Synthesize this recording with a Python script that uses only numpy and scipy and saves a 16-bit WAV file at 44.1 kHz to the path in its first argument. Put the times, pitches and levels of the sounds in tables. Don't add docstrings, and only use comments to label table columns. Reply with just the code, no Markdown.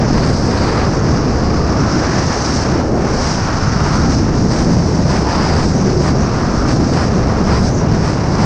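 import sys
import numpy as np
from scipy.fft import rfft, irfft, next_fast_len
from scipy.io import wavfile
from scipy.ndimage import uniform_filter1d, minimum_filter1d, map_coordinates

SR = 44100
rng = np.random.default_rng(int(sys.argv[2]) if len(sys.argv) > 2 else 0)


def digitize_waveform(pressure):
    field = np.atleast_2d(pressure).T
    bounded = np.clip(field, -1, 1)
    quanta = np.round(bounded * 32767).astype(np.int16)
    wavfile.write(sys.argv[1], SR, quanta)


N = 372644

# (time [s], buffet level [dB], roar level [dB])
LARGE_EDDIES = [(0, -9.5, -19), (.45, -16, -20), (1.2, -14, -20), (1.44, -14, -19.5), (1.6, -13.5, -19),
                (2.28, -17, -21.5), (2.36, -24, -20.5), (2.48, -20, -23), (2.8, -16.5, -18.5),
                (3.12, -20, -18), (3.3, -16, -25), (3.5, -18, -25), (3.8, -17.5, -25), (4.05, -15, -20.5),
                (4.22, -10.5, -23), (4.4, -12.5, -21.5), (4.6, -17.5, -20), (5.3, -16, -20),
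                (5.9, -11.5, -19.5), (6.35, -16, -21.5), (6.75, -15, -20.5), (7.2, -14, -19.5),
                (7.75, -14, -19), (8.15, -20, -21), (8.45, -14, -20)]
# (time [s], level [dB])
THUMP_LEVEL = [(0, -17), (.35, -20.5), (.8, -21.5), (1.65, -18.5), (2, -26), (2.25, -21.5), (2.6, -25),
               (3.1, -21), (3.43, -26), (3.7, -25), (4.2, -19), (4.42, -19), (5.05, -24.5), (5.7, -19.5),
               (6.3, -24), (6.73, -18.5), (7.15, -24), (7.68, -18), (8.15, -24.5)]
# (time [s], rush level [dB])
STEADY_FLOW = [(0, -26), (.39, -27.5), (.83, -23), (.93, -27.5), (1.65, -29), (2.08, -22.5), (2.72, -24.5),
               (2.95, -30), (3.25, -23.5), (3.95, -26.5), (4.23, -29.5), (5.03, -30), (5.36, -26),
               (5.8, -28), (6.42, -26), (6.81, -31), (7.15, -28), (7.8, -29.8), (8.45, -26.5)]
# (start [s], hold [s], strength [dB], fizz flare [dB])
PORT_GUSTS = [(.12, 0.16, 2, 5), (.52, 0.35, 1.3, 1.5), (1.12, 0.051, 2.5, 3), (3.78, 0.2, 2.5, 6),
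              (4.095, 0.037, 4.5, 6), (4.495, 0.12, 3.5, 6.5), (5.08, 0.1, 4.5, 5.5), (5.27, 0.37, 3.5, 3),
              (6.01, 0.075, 3.5, 8.5), (6.655, 0.065, 5, 6), (6.91, .12, 5, 6), (7.455, 0.13, 4.5, 3.5),
              (8.025, 0.082, 3, 7), (8.37, .1, 3.5, 2.5)]
RUSH_PER_GUST, HISS_PER_GUST = 1.27, 0.67
# (start [s], hold [s], rush change [dB], hiss change [dB])
PORT_LULLS = [(.34, 0.043, -4, -0.5), (2.82, 0.12, -6, -3.5), (4.235, .08, 1, -4.5), (4.4, .05, -3, -0.5),
              (5.645, .115, -4.5, -1), (5.92, 0.09, -5, -.5), (6.1, 0.05, -4.5, -2.5), (6.77, 0.092, 1, 0),
              (7.68, 0.09, -1.5, -1), (7.8, 0.09, 0.5, -4)]
LULL_ATTACK_S, LULL_RELEASE_S = 0.026, 0.045
# (time [s], centre [Hz], level [dB])
EDGE_TONE = [(0, 1100, -52), (.45, 1148, -40), (.82, 1150, -30), (.98, 1102, -32), (1.5, 1097, -31),
             (1.85, 1250, -26.5), (2.15, 1753, -33.5), (2.9, 1200, -44), (3.5, 1330, -27.5),
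             (4.03, 1298, -28.5), (4.2, 1200, -39), (5.05, 900, -44), (5.3, 848, -23), (5.6, 950, -34),
             (5.72, 1000, -46), (5.98, 1001, -44), (6.05, 999.5, -30), (6.45, 1221, -30), (6.67, 1196, -26),
             (6.77, 1180, -44), (6.88, 1197, -41), (7.3, 1101, -30), (7.55, 1246, -28.5), (7.7, 1101, -41),
             (7.98, 1048, -46), (8.1, 997, -34), (8.45, 904, -28)]
# (time [s], shedding rate [Hz], level [dB])
WAKE_VORTICES = [(0, 221.5, -20), (.45, 329, -41), (.65, 515, -24), (1, 299.2, -30), (1.25, 280.3, -26),
                 (1.5, 200.2, -35), (1.95, 280, -21.5), (2.35, 288.2, -34), (2.55, 286, -24.5),
                 (2.95, 270, -27), (3.2, 169.2, -33), (3.45, 120.2, -23), (3.7, 130.4, -17.5),
                 (4, 190, -23), (4.23, 300, -16.5), (4.38, 249.6, -26), (4.65, 180.5, -16),
                 (5, 162.3, -14.5), (5.15, 150.4, -19.5), (5.35, 198.8, -43), (5.65, 330.3, -27),
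                 (5.9, 400.3, -21), (6.15, 247.6, -27), (6.42, 219.4, -34), (6.68, 278.8, -17.5),
                 (6.95, 272, -23.5), (7.2, 199, -30), (7.45, 160, -21.5), (7.8, 159.8, -17),
                 (8.15, 169.6, -21), (8.45, 189.4, -17.5)]
# (time [s], hiss level [dB])
PORT_EXPOSURE = [(0, -32), (.45, -29.5), (.8, -32), (1.4, -32.8), (1.87, -31), (1.98, -28.5), (2.57, -25.5),
                 (2.82, -34), (3.04, -35), (3.23, -24.8), (3.33, -26.5), (3.48, -30.3), (4.2, -30.3),
                 (4.6, -31.5), (5.69, -30.5), (6.44, -32.5), (6.9, -32), (7.1, -34), (7.42, -35),
                 (7.66, -31), (7.85, -31.5), (8.25, -34.5), (8.45, -31)]
# (time [s], level [dB])
FIZZ_BALANCE = [(.08, -17), (.35, -11), (.85, -12), (1.0, -16), (1.9, -15.5), (2.6, -13), (3.3, -12.5),
                (3.6, -15.5), (4.3, -15.5), (4.65, -11.5), (5.2, -13), (5.7, -10), (5.85, -14),
                (6.5, -12.5), (6.86, -11), (7.3, -14), (7.66, -9), (7.77, -15.5), (8.45, -11)]
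# (time [s], pitch [Hz])
LIP_WHISTLE = [(.1, 5333), (.19, 4900), (.3, 4948), (.43, 5150), (.56, 4880), (.68, 4650), (.8, 4850),
               (.92, 5350), (1.55, 5050), (2.1, 5500), (3.05, 5480), (3.65, 5284), (4, 5450), (5, 5420),
               (5.2, 5100), (5.33, 4950), (5.58, 4950), (5.78, 5800), (5.9, 5422), (6.12, 5321),
               (6.21, 5950), (6.34, 5344), (6.86, 5475), (6.99, 4964), (7.1, 5436), (7.42, 5377),
               (7.55, 4893), (7.67, 5450), (7.755, 6250), (7.87, 5420), (8.3, 5330), (8.42, 4981)]
WHISTLE_REST_HZ, WHISTLE_WANDER_HZ, WHISTLE_FULL_BEND_HZ = 5440, 99.4, 450
# (start [s], length [s], level before the port's loss [dB])
GUST_SLIPS = [(.89, 0.21, -42), (5.608, .22, -38), (7.603, 0.21, -44)]
SLIP_START_HZ, SLIP_END_HZ, SLIP_LOSS_DB_PER_OCTAVE = 9500, 5870, 34

# (frequency [Hz], relative level [dB])
THUMP_SPECTRUM = [(8, -23.5), (20, 0), (32, -3.5), (55, 1.5), (75, 4.5), (110, -13.5), (250, -50)]
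BUFFET_SPECTRUM = [(35, -28), (65, -3), (90, -2), (120, 0.5), (160, -0.5), (240, -4.5), (330, -15),
                   (600, -28), (1500, -70.5)]
ROAR_SPECTRUM = [(130, -30.5), (240, -3.5), (320, 0.5), (500, -4), (720, -8), (1000, -16), (1600, -22),
                 (3000, -41), (6000, -78)]
RUSH_SPECTRUM = [(350, -20), (650, -0.5), (950, 1), (1300, -2), (1750, -6), (2300, -11.5), (2800, -15),
                 (3300, -20.5), (4500, -20), (7000, -51)]
CAVITY_SPECTRUM = [(2200, -21.5), (3400, -21), (4000, -11), (4700, -3), (5500, -2), (6100, -3.5),
                   (7000, -13.5), (8200, -30), (10000, -46.5)]
FIZZ_SPECTRUM = [(3000, -6.5), (5000, 1.5), (7000, -5.5), (8000, -4), (9000, -12.5), (10000, -24),
                 (11000, -33.5), (12000, -47.5), (14300, -47.5), (15500, -47)]
PUFF_SPECTRUM = [(5, 4), (30, 3.5), (120, -8), (400, -5), (900, -37)]
# (offset from centre [Hz], relative level [dB])
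EDGE_BAND = [(2, 6), (170, -1.5), (380, -9), (650, -19), (950, -35.5)]
WAKE_BAND = [(2, -5.5), (15, 1), (45, -7.5), (80, -9.5), (170, -28.5)]
WHISTLE_BAND = [(2, -5.5), (170, -5), (360, -8.5), (680, -11.5), (1300, -25)]
SLIP_BAND = [(2, 1), (330, 1), (650, -8), (1200, -26)]


def buffeting():
    buffet_db, _ = curves(LARGE_EDDIES)
    thump_db, = curves(THUMP_LEVEL)
    thump_gain = amp(thump_db + 1.6 * wobble(12))
    thump = thump_gain * unit(limiter(noise(THUMP_SPECTRUM), ceiling_db=2.5, hold_s=0.037))
    rumble = amp(buffet_db + 1.06 * wobble(14)) * noise(BUFFET_SPECTRUM)
    return limiter(thump + rumble, ceiling_db=-6.5, hold_s=0.015)


def airstream(flutter):
    _, roar_db = curves(LARGE_EDDIES)
    flow_db, = curves(STEADY_FLOW)
    gust_db, _ = swells(PORT_GUSTS, attack_s=0.026, release_s=0.023)
    lull_db, _ = swells(PORT_LULLS, LULL_ATTACK_S, LULL_RELEASE_S)
    rush_db = flow_db + RUSH_PER_GUST * gust_db + lull_db
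    edge_hz, edge_db = curves(EDGE_TONE)
    roar = amp(roar_db + 0.37 * wobble(14) + 0.5 * flutter) * noise(ROAR_SPECTRUM)
    rush = amp(rush_db + 0.47 * wobble(22) + 1.3 * flutter) * noise(RUSH_SPECTRUM)
    edge = amp(edge_db) * narrow_noise(edge_hz, EDGE_BAND)
    return roar + rush + edge


def wake():
    shedding_hz, level_db = curves(WAKE_VORTICES)
    throb_db = 1.5 * wobble(18)
    wandering_hz = shedding_hz * (1 + 0.09 * wobble(40))
    return amp(level_db + throb_db) * narrow_noise(wandering_hz, WAKE_BAND)


def port_hiss(flutter):
    _, lull_db = swells(PORT_LULLS, LULL_ATTACK_S, LULL_RELEASE_S)
    exposure_db = curves(PORT_EXPOSURE)[0] + lull_db + 0.59 * wobble(22)
    gust_db, flare_db = swells(PORT_GUSTS, attack_s=0.024, release_s=0.063)
    whistle_hz, = curves(LIP_WHISTLE)
    bend = np.minimum(np.abs(whistle_hz - WHISTLE_REST_HZ) / WHISTLE_FULL_BEND_HZ, 1)
    whistle_gain = amp(-3 + 4.5 * bend)
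    whistle = whistle_gain * narrow_noise(whistle_hz + WHISTLE_WANDER_HZ * wobble(25), WHISTLE_BAND)
    ring = (noise(CAVITY_SPECTRUM) + whistle) / np.sqrt(1 + whistle_gain ** 2)
    hiss = amp(exposure_db + HISS_PER_GUST * gust_db + 1.23 * flutter + 0.52 * wobble(70)) * ring
    fizz_db = exposure_db + curves(FIZZ_BALANCE)[0] + flare_db
    fizz = amp(fizz_db + 1.2 * flutter + 0.5 * wobble(5.8)) * noise(FIZZ_SPECTRUM)
    return hiss + fizz


def gust_slips(flutter):
    t = np.arange(N) / SR
    hiss = np.zeros(N)
    for start, length, level_db in GUST_SLIPS:
        progress = np.clip((t - start) / length, 0, 1)
        pitch_hz = SLIP_END_HZ + (SLIP_START_HZ - SLIP_END_HZ) * (1 - progress) ** 2
        loss_db = SLIP_LOSS_DB_PER_OCTAVE * np.log2(pitch_hz / SLIP_END_HZ)
        envelope = np.sqrt(np.abs(np.sin(np.pi * progress)))
        hiss += amp(level_db - loss_db) * envelope * narrow_noise(pitch_hz, SLIP_BAND)
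    return amp(flutter) * hiss


def amp(db):
    return 10 ** (np.asarray(db) / 20)


def unit(x):
    return x / np.sqrt(np.mean(x ** 2) + 1e-20)


def curves(rows):
    times, *columns = np.transpose(rows)
    return [np.interp(np.arange(N) / SR, times, column) for column in columns]


def swells(rows, attack_s, release_s):
    t = np.arange(N) / SR
    starts, holds, *columns = np.transpose(rows)
    ramps = [np.minimum((t - start) / attack_s, 1 - (t - start - hold) / release_s)
             for start, hold in zip(starts, holds)]
    envelopes = np.clip(ramps, 0, 1)
    return [column @ envelopes for column in columns]


def wobble(rate_hz):
    knots = rng.standard_normal(int(N * rate_hz / SR) + 4)
    return map_coordinates(knots, [np.arange(N) * rate_hz / SR])


def filtered(x, response):
    size = next_fast_len(N + 8192)
    hz = np.fft.rfftfreq(size, 1 / SR)
    return irfft(rfft(x, size) * response(hz), size)[:N]


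def noise(spectrum):
    points_hz, points_db = np.transpose(spectrum)

    def colour(hz):
        return amp(np.interp(np.log(hz + 1), np.log(points_hz), points_db, left=-120, right=-120))
    return unit(filtered(rng.standard_normal(N), colour))


def narrow_noise(centre_hz, band):
    phase = 2 * np.pi * np.cumsum(centre_hz) / SR
    return unit(noise(band) * np.cos(phase) + noise(band) * np.sin(phase))


def limiter(x, ceiling_db, hold_s):
    span = max(int(hold_s * SR), 2)
    needed_gain = np.minimum(1, amp(ceiling_db) / (np.abs(x) + 1e-9))
    return x * uniform_filter1d(minimum_filter1d(needed_gain, span), span)


def scene():
    pressure = buffeting()
    flutter = unit(noise(PUFF_SPECTRUM) + 0.42 * unit(pressure))
    wind = pressure + wake() + airstream(flutter) + port_hiss(flutter) + gust_slips(flutter)
    return wind[None]


def record(dry):
    limited = limiter(dry[0], ceiling_db=-2.0, hold_s=0.011)
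    return filtered(limited, lambda hz: hz < 15550)[None]


dry = scene()
out = record(dry)
digitize_waveform(out)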